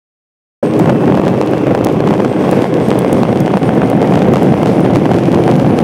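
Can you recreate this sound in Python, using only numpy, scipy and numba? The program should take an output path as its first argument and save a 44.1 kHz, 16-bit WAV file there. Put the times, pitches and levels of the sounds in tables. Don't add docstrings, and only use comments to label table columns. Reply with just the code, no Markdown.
import sys
import numpy as np
from scipy import signal
from scipy.fft import rfft, irfft, next_fast_len
from scipy.io import wavfile
from scipy.ndimage import uniform_filter1d
from numba import njit

SR = 44100
rng = np.random.default_rng(int(sys.argv[2]) if len(sys.argv) > 2 else 0)


def bounce(signal):
    frames = np.transpose(np.atleast_2d(signal))
    limited = np.clip(frames, -1, 1)
    pcm = np.round(limited * 32767).astype(np.int16)
    wavfile.write(sys.argv[1], SR, pcm)


N = 257103


def undb(db):
    return 10 ** (np.asarray(db) / 20)


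def curves(table):
    s, *columns = np.transpose(table)
    return [np.interp(np.arange(N) / SR, s, column) for column in columns]


def unit(x):
    return x / np.std(x)


def walk(rate):
    hold = max(int(SR / rate), 1)
    steps = np.repeat(rng.standard_normal(N // hold + 1), hold)
    return unit(uniform_filter1d(steps, hold)[:N])


def colour(x, points):
    hz, db = np.transpose(points)
    size = next_fast_len(2 * N)
    size += size % 2
    f = np.maximum(np.arange(size // 2 + 1) * SR / size, 1)
    gain_db = np.interp(np.log(f), np.log(hz), db)
    cepstrum = irfft(np.log(undb(gain_db)))
    cepstrum[1:size // 2] *= 2
    cepstrum[size // 2 + 1:] = 0
    response = np.exp(rfft(cepstrum))
    return irfft(rfft(x, size) * response)[:N]


def turbulence(points, rate, patchy_db):
    packets = undb(patchy_db * walk(rate))
    return unit(colour(rng.standard_normal(N) * packets, points))


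def strikes(times, sizes, points):
    pushes = np.zeros(N)
    places = np.clip((times * SR).astype(int), 0, N - 1)
    np.add.at(pushes, places, sizes)
    peak = np.abs(colour(signal.unit_impulse(N), points)).max()
    return colour(pushes, points) / peak


def scatter(rate, spread_db, points, count=2500):
    chance = rng.random((count, 3))
    times = np.cumsum(-np.log(1 - chance[:, 0])) / rate
    sizes_db = -spread_db * np.log(1 - .95 * chance[:, 1])
    signs = np.sign(chance[:, 2] - .5)
    inside = times < N / SR
    return unit(strikes(times[inside], (undb(sizes_db) * signs)[inside], points))


# (time [s], firing rate [Hz], level [dB])
ENGINE_RUN = [(.6, 316, -19), (.95, 306.5, -19), (1.65, 303, -21), (2.1, 313, -22), (2.6, 317, -28),
              (4, 332, -27), (4.6, 337, -19.5), (5.4, 341, -18.5), (5.83, 347, -23)]
# (multiple of the crank rate, relative level [dB])
EXHAUST_ORDERS = [(2, -30), (2.5, -21), (3, -18), (3.5, -11), (4, 5.5), (5, -5.5), (6, -21), (7, -10),
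                  (9, -18)]
# (resonance [Hz], width of one filter pass [Hz], level [dB], start [s], end [s])
HULL_PANELS = [(185, 45, -20, 3.2, 4.5), (405, 60, -22, .5, 3.2), (505, 70, -22.5, .5, 3.2),
               (740, 90, -27, 3.2, 6), (1070, 130, -34, .5, 3.3), (1620, 180, -43, 2.3, 3.1),
               (2100, 130, -42, 2.4, 5.1), (2660, 130, -44, .9, 1.9), (3350, 240, -49, 2.2, 3.8)]


def engine():
    firing_hz, level_db = curves(ENGINE_RUN)
    unsteady_hz = firing_hz * (1 + .002 * walk(30))
    phase = 2 * np.pi * np.cumsum(unsteady_hz) / SR
    crank = phase / 4
    tones = 0
    for order, order_db in EXHAUST_ORDERS:
        gain = undb(order_db + 1.53 * walk(15))
        tones = tones + gain * np.sin(order * crank + 2 * np.pi * rng.random())
    puffs = rng.standard_normal(N) * (1 + .5 * np.cos(phase))
    panels = 0
    for hz, width, panel_db, start, end in HULL_PANELS:
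        b, a = signal.iirpeak(hz, hz / width, fs=SR)
        once = signal.lfilter(b, a, puffs)
        ring = unit(signal.lfilter(b, a, once))
        fade_db, = curves([(start - .3, -10), (start + .1, 0), (end - .1, 0), (end + .3, -10)])
        panels = panels + ring * undb(panel_db + fade_db)
    return undb(level_db) * unit(tones) + panels


# (time [s], whistle [Hz], level [dB])
TURBO_RUN = [(.65, 8580, -49), (.85, 8300, -63), (1.08, 8070, -64), (1.25, 7950, -72), (2, 7900, -72),
             (2.3, 8110, -57), (3.1, 8590, -50), (4.4, 9130, -55), (5.83, 9710, -54)]


def turbo():
    whistle_hz, level_db = curves(TURBO_RUN)
    unsteady_hz = whistle_hz * (1 + .0045 * walk(400))
    phase = 2 * np.pi * np.cumsum(unsteady_hz) / SR
    flutter = undb(3.5 * walk(45) + 2.5 * walk(9))
    return undb(level_db) * unit(np.sin(phase) * flutter)


# (time [s], thump [dB], click [dB])
BURSTS = [(0.7982, -3, -8), (0.8585, -2.5, -11), (0.894, 0.5, -12), (0.8976, -3, -6), (1.0803, -4.5, -22),
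          (1.1228, 0, -19), (1.1741, -1.5, -23), (1.1974, -3.5, -22), (1.2166, -4.5, -12),
          (1.2808, -3.5, -3.5), (1.4139, 0, -4.5), (1.5354, -1.5, -15), (1.5736, -6, -24), (1.669, -4, -11),
          (1.7496, 2, -6.5), (1.8699, -0.5, -3.5), (2.0047, -1, -13), (2.0758, -1.5, -12),
          (2.1078, 0.5, -9), (2.1298, -2, -14), (2.139, -1.5, -8), (2.2032, -1.5, -13), (2.248, -1, -8),
          (2.492, -1.5, -19), (2.53, 1, -12), (2.6425, 1, -17), (2.9153, 1, -18), (3.0469, 0.5, -18),
          (3.2331, 4, -11), (3.479, -1, -17), (3.5398, -1.5, -17), (3.5717, 3, -7), (3.692, 0.5, -17),
          (3.8183, 0.5, -15), (4.0277, -0.5, -10.5), (4.1233, -3, -20), (4.157, 0, -5), (4.2196, 1.5, -12),
          (4.337, 1.5, -2), (4.3582, 0, -2.5), (4.3695, -1, -10), (4.5407, 0, -17), (4.6317, 1.5, -2),
          (4.6596, -4, -4), (4.8623, -3, -16), (4.9587, -1.5, -2), (5.056, -0.5, -19), (5.116, -1, -10),
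          (5.1434, -4.5, -9), (5.1864, -4, -8), (5.3435, -3, -12), (5.4788, 2, -7), (5.789, 0.5, -1)]
# (frequency [Hz], relative level [dB])
THUMP_COLOUR = [(20, -35), (70, -23), (160, -0.5), (450, 3.5), (800, 0.5), (1300, -4), (1900, -13),
                (3200, -18), (5000, -42.5), (16000, -67)]
# (frequency [Hz], relative level [dB])
CLICK_COLOUR = [(400, 3), (1500, 3.5), (3000, 4.5), (5000, -4), (8000, -10), (12000, -19), (16000, -30)]
REBOUND_S, REBOUND_SPREAD_DB, REBOUND_DB = .0007, 1.8, -1.5
TRAIL_COUNT, TRAIL_GAP_S, TRAIL_DB = 2, .016, -7.5


def thumps():
    s, thump_db, click_db = np.transpose(BURSTS)
    out = 0
    for k in range(TRAIL_COUNT + 1):
        gap, swing = rng.standard_normal((len(s), 2)).T
        rebound_s = s + REBOUND_S * undb(REBOUND_SPREAD_DB * swing)
        push, pull = undb(thump_db), -undb(thump_db + REBOUND_DB)
        body = strikes(np.r_[s, rebound_s], np.r_[push, pull], THUMP_COLOUR)
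        click = strikes(s, undb(click_db), CLICK_COLOUR)
        out = out + undb(k * TRAIL_DB) * (body + click)
        s = s + TRAIL_GAP_S * np.exp(.5 * gap)
    return out


# (time [s], deep rumble [dB], roar of the small eddies [dB])
GUSTS = [(0.65, -16.5, -14), (1.15, -13, -13.5), (1.45, -18.5, -16), (1.68, -15, -13.5), (2.12, -14, -15),
         (2.3, -18.5, -15.5), (2.58, -17, -11.5), (2.8, -17, -14), (3.25, -12, -13.4), (3.55, -17, -15),
         (3.72, -12, -13), (4.25, -13.5, -12.5), (4.48, -12, -14), (4.75, -15, -12.5), (5.3, -12.5, -13.5),
         (5.5, -11.0, -11), (5.83, -9, -10.5)]
# (time [s], depth [dB])
LEVEL_DIPS = [(.745, -4.5), (.985, -5), (2.23, -4), (2.69, -6.5), (2.86, -5), (3.595, -8)]
# (frequency [Hz], relative level [dB])
RUMBLE_COLOUR = [(20, -39), (50, -29), (80, -15), (105, -5.5), (135, 0), (190, 0.5), (260, -6.5),
                 (400, -19.5), (900, -37.5), (3000, -84)]
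ROAR_COLOUR = [(60, -44), (150, -7), (270, 3), (400, -1), (520, -1.5), (640, -9), (800, -14.5),
               (1200, -23.5), (2000, -27.5), (4000, -58.5), (16000, -56.5)]
SPUTTER_COLOUR = [(20, -35.5), (70, -12), (160, 0.5), (450, 2), (800, -4), (1300, -17), (2000, -26),
                  (3200, -27.5), (5000, -47.5), (16000, -81)]
RUMBLE_BUFFET_DB, ROAR_BUFFET_DB, BUFFET_PER_S = 1.5, 1.0, 16
SPUTTER_DB, CRACKLE_DB = -4, -27
SWELL_DB, SWELL_S = 1.5, 0.013
DIP_S = 0.018


def wind():
    rumble_db, roar_db = curves(GUSTS)
    t = np.arange(N) / SR
    nearness = np.max([np.exp(-np.abs(t - s) / SWELL_S) for s, _, _ in BURSTS], axis=0)
    dip_db = sum(db * np.exp(-((t - s) / DIP_S) ** 2) for s, db in LEVEL_DIPS)
    buffet = walk(BUFFET_PER_S)
    rumble_db = rumble_db + dip_db + RUMBLE_BUFFET_DB * buffet
    roar_db = roar_db + dip_db + ROAR_BUFFET_DB * buffet + SWELL_DB * nearness
    rumble = undb(rumble_db) * turbulence(RUMBLE_COLOUR, rate=35, patchy_db=0.5)
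    roar = turbulence(ROAR_COLOUR, rate=160, patchy_db=3.0)
    sputter = undb(SPUTTER_DB) * scatter(rate=240, spread_db=4.5, points=SPUTTER_COLOUR)
    crackle = undb(CRACKLE_DB) * scatter(rate=50, spread_db=6.5, points=CLICK_COLOUR)
    return rumble + undb(roar_db) * (roar + sputter + crackle)


# (time [s], relative strength [dB])
SPRAY_DROPS = [(0.7925, -10), (1.8463, -4), (1.925, -24), (2.5122, -8.5), (2.886, -16), (2.9895, -8),
               (3.1288, -7), (3.4036, -10), (3.9002, -12), (4.3348, -18), (4.4303, -16), (4.805, -15),
               (5.563, -17)]
# (frequency [Hz], gain [dB])
DROP_COLOUR = [(300, -12), (1500, -7), (3000, -4), (4500, -4), (7500, 0), (11000, -1), (16000, -6)]
SPLAT_S, SPLAT_DB = 0.00058, -7.5


def drops():
    splats = np.zeros(N)
    for s, strength_db in SPRAY_DROPS:
        age = np.maximum(np.arange(N) / SR - s, 0) / SPLAT_S
        splats += undb(strength_db) * age * np.exp(1 - np.minimum(age, 50))
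    return colour(splats * rng.standard_normal(N), DROP_COLOUR) * undb(SPLAT_DB)


# (time [s], rush [dB])
HULL_WATER = [(0.65, -36), (1.2, -37), (1.6, -35.5), (2.25, -37.5), (2.8, -35.5), (3.45, -34.5),
              (4.35, -35), (4.75, -33.5), (5.83, -35)]
# (frequency [Hz], relative level [dB])
RUSH_COLOUR = [(200, -26), (500, 6.5), (950, 2), (1280, -6), (1500, 4), (1850, -5), (2300, 3), (2800, -0.5),
               (3400, -5.5), (4100, -17), (6000, -15), (8000, -31), (16000, -44)]
SPRAY_COLOUR = [(2000, 0), (4200, 6.5), (5000, 7), (6200, 3), (6900, 0.5), (9500, 0.5), (11000, -3),
                (13000, -7), (14500, -11), (16000, -31)]
SPRAY_DB, PATTER_DB = -10.5, -59
SURGE_CREST_S, SURGE_DB = 2.6, 7
SURGE_RISE_S, SURGE_FALL_S = .22, .05


def water():
    rush_db, = curves(HULL_WATER)
    past = np.arange(N) / SR - SURGE_CREST_S
    width_s = np.where(past < 0, SURGE_RISE_S, SURGE_FALL_S)
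    rush_db = rush_db + SURGE_DB * np.exp(-(past / width_s) ** 2)
    rush = turbulence(RUSH_COLOUR, rate=60, patchy_db=1.2)
    spray = turbulence(SPRAY_COLOUR, rate=30, patchy_db=2.2)
    patter = scatter(rate=25, spread_db=6, points=DROP_COLOUR)
    return undb(rush_db) * (rush + undb(SPRAY_DB) * spray) + undb(PATTER_DB) * patter


def scene():
    return (engine() + turbo() + thumps() + wind() + drops() + water())[None]


@njit
def follow(size, release):
    out, held = np.empty(len(size)), 0.
    for i in range(len(size)):
        held = max(size[i], held * release)
        out[i] = held
    return out


START_S, TOP_HZ = 0.626, 15800


def record(dry, ceiling_db=-0.32, release_s=0.091, attack_s=0.0039):
    switch_on = np.clip((np.arange(N) / SR - START_S) / 0.0041, 0, 1)
    x = dry[0] * switch_on
    x = x / (1 + (x / 1.7) ** 6) ** (1 / 6)
    held = follow(np.abs(x), np.exp(-1 / (release_s * SR)))
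    wanted_duck = 1 - np.minimum(1, undb(ceiling_db) / (held + 1e-9))
    lag = np.exp(-1 / (attack_s * SR))
    duck = signal.lfilter([1 - lag], [1, -lag], wanted_duck)
    x = np.clip(x * (1 - duck), -1, 1)
    low_pass = signal.ellip(8, .2, 70, TOP_HZ, fs=SR, output="sos")
    return signal.sosfilt(low_pass, x)[None]


dry = scene()
out = record(dry)
bounce(out)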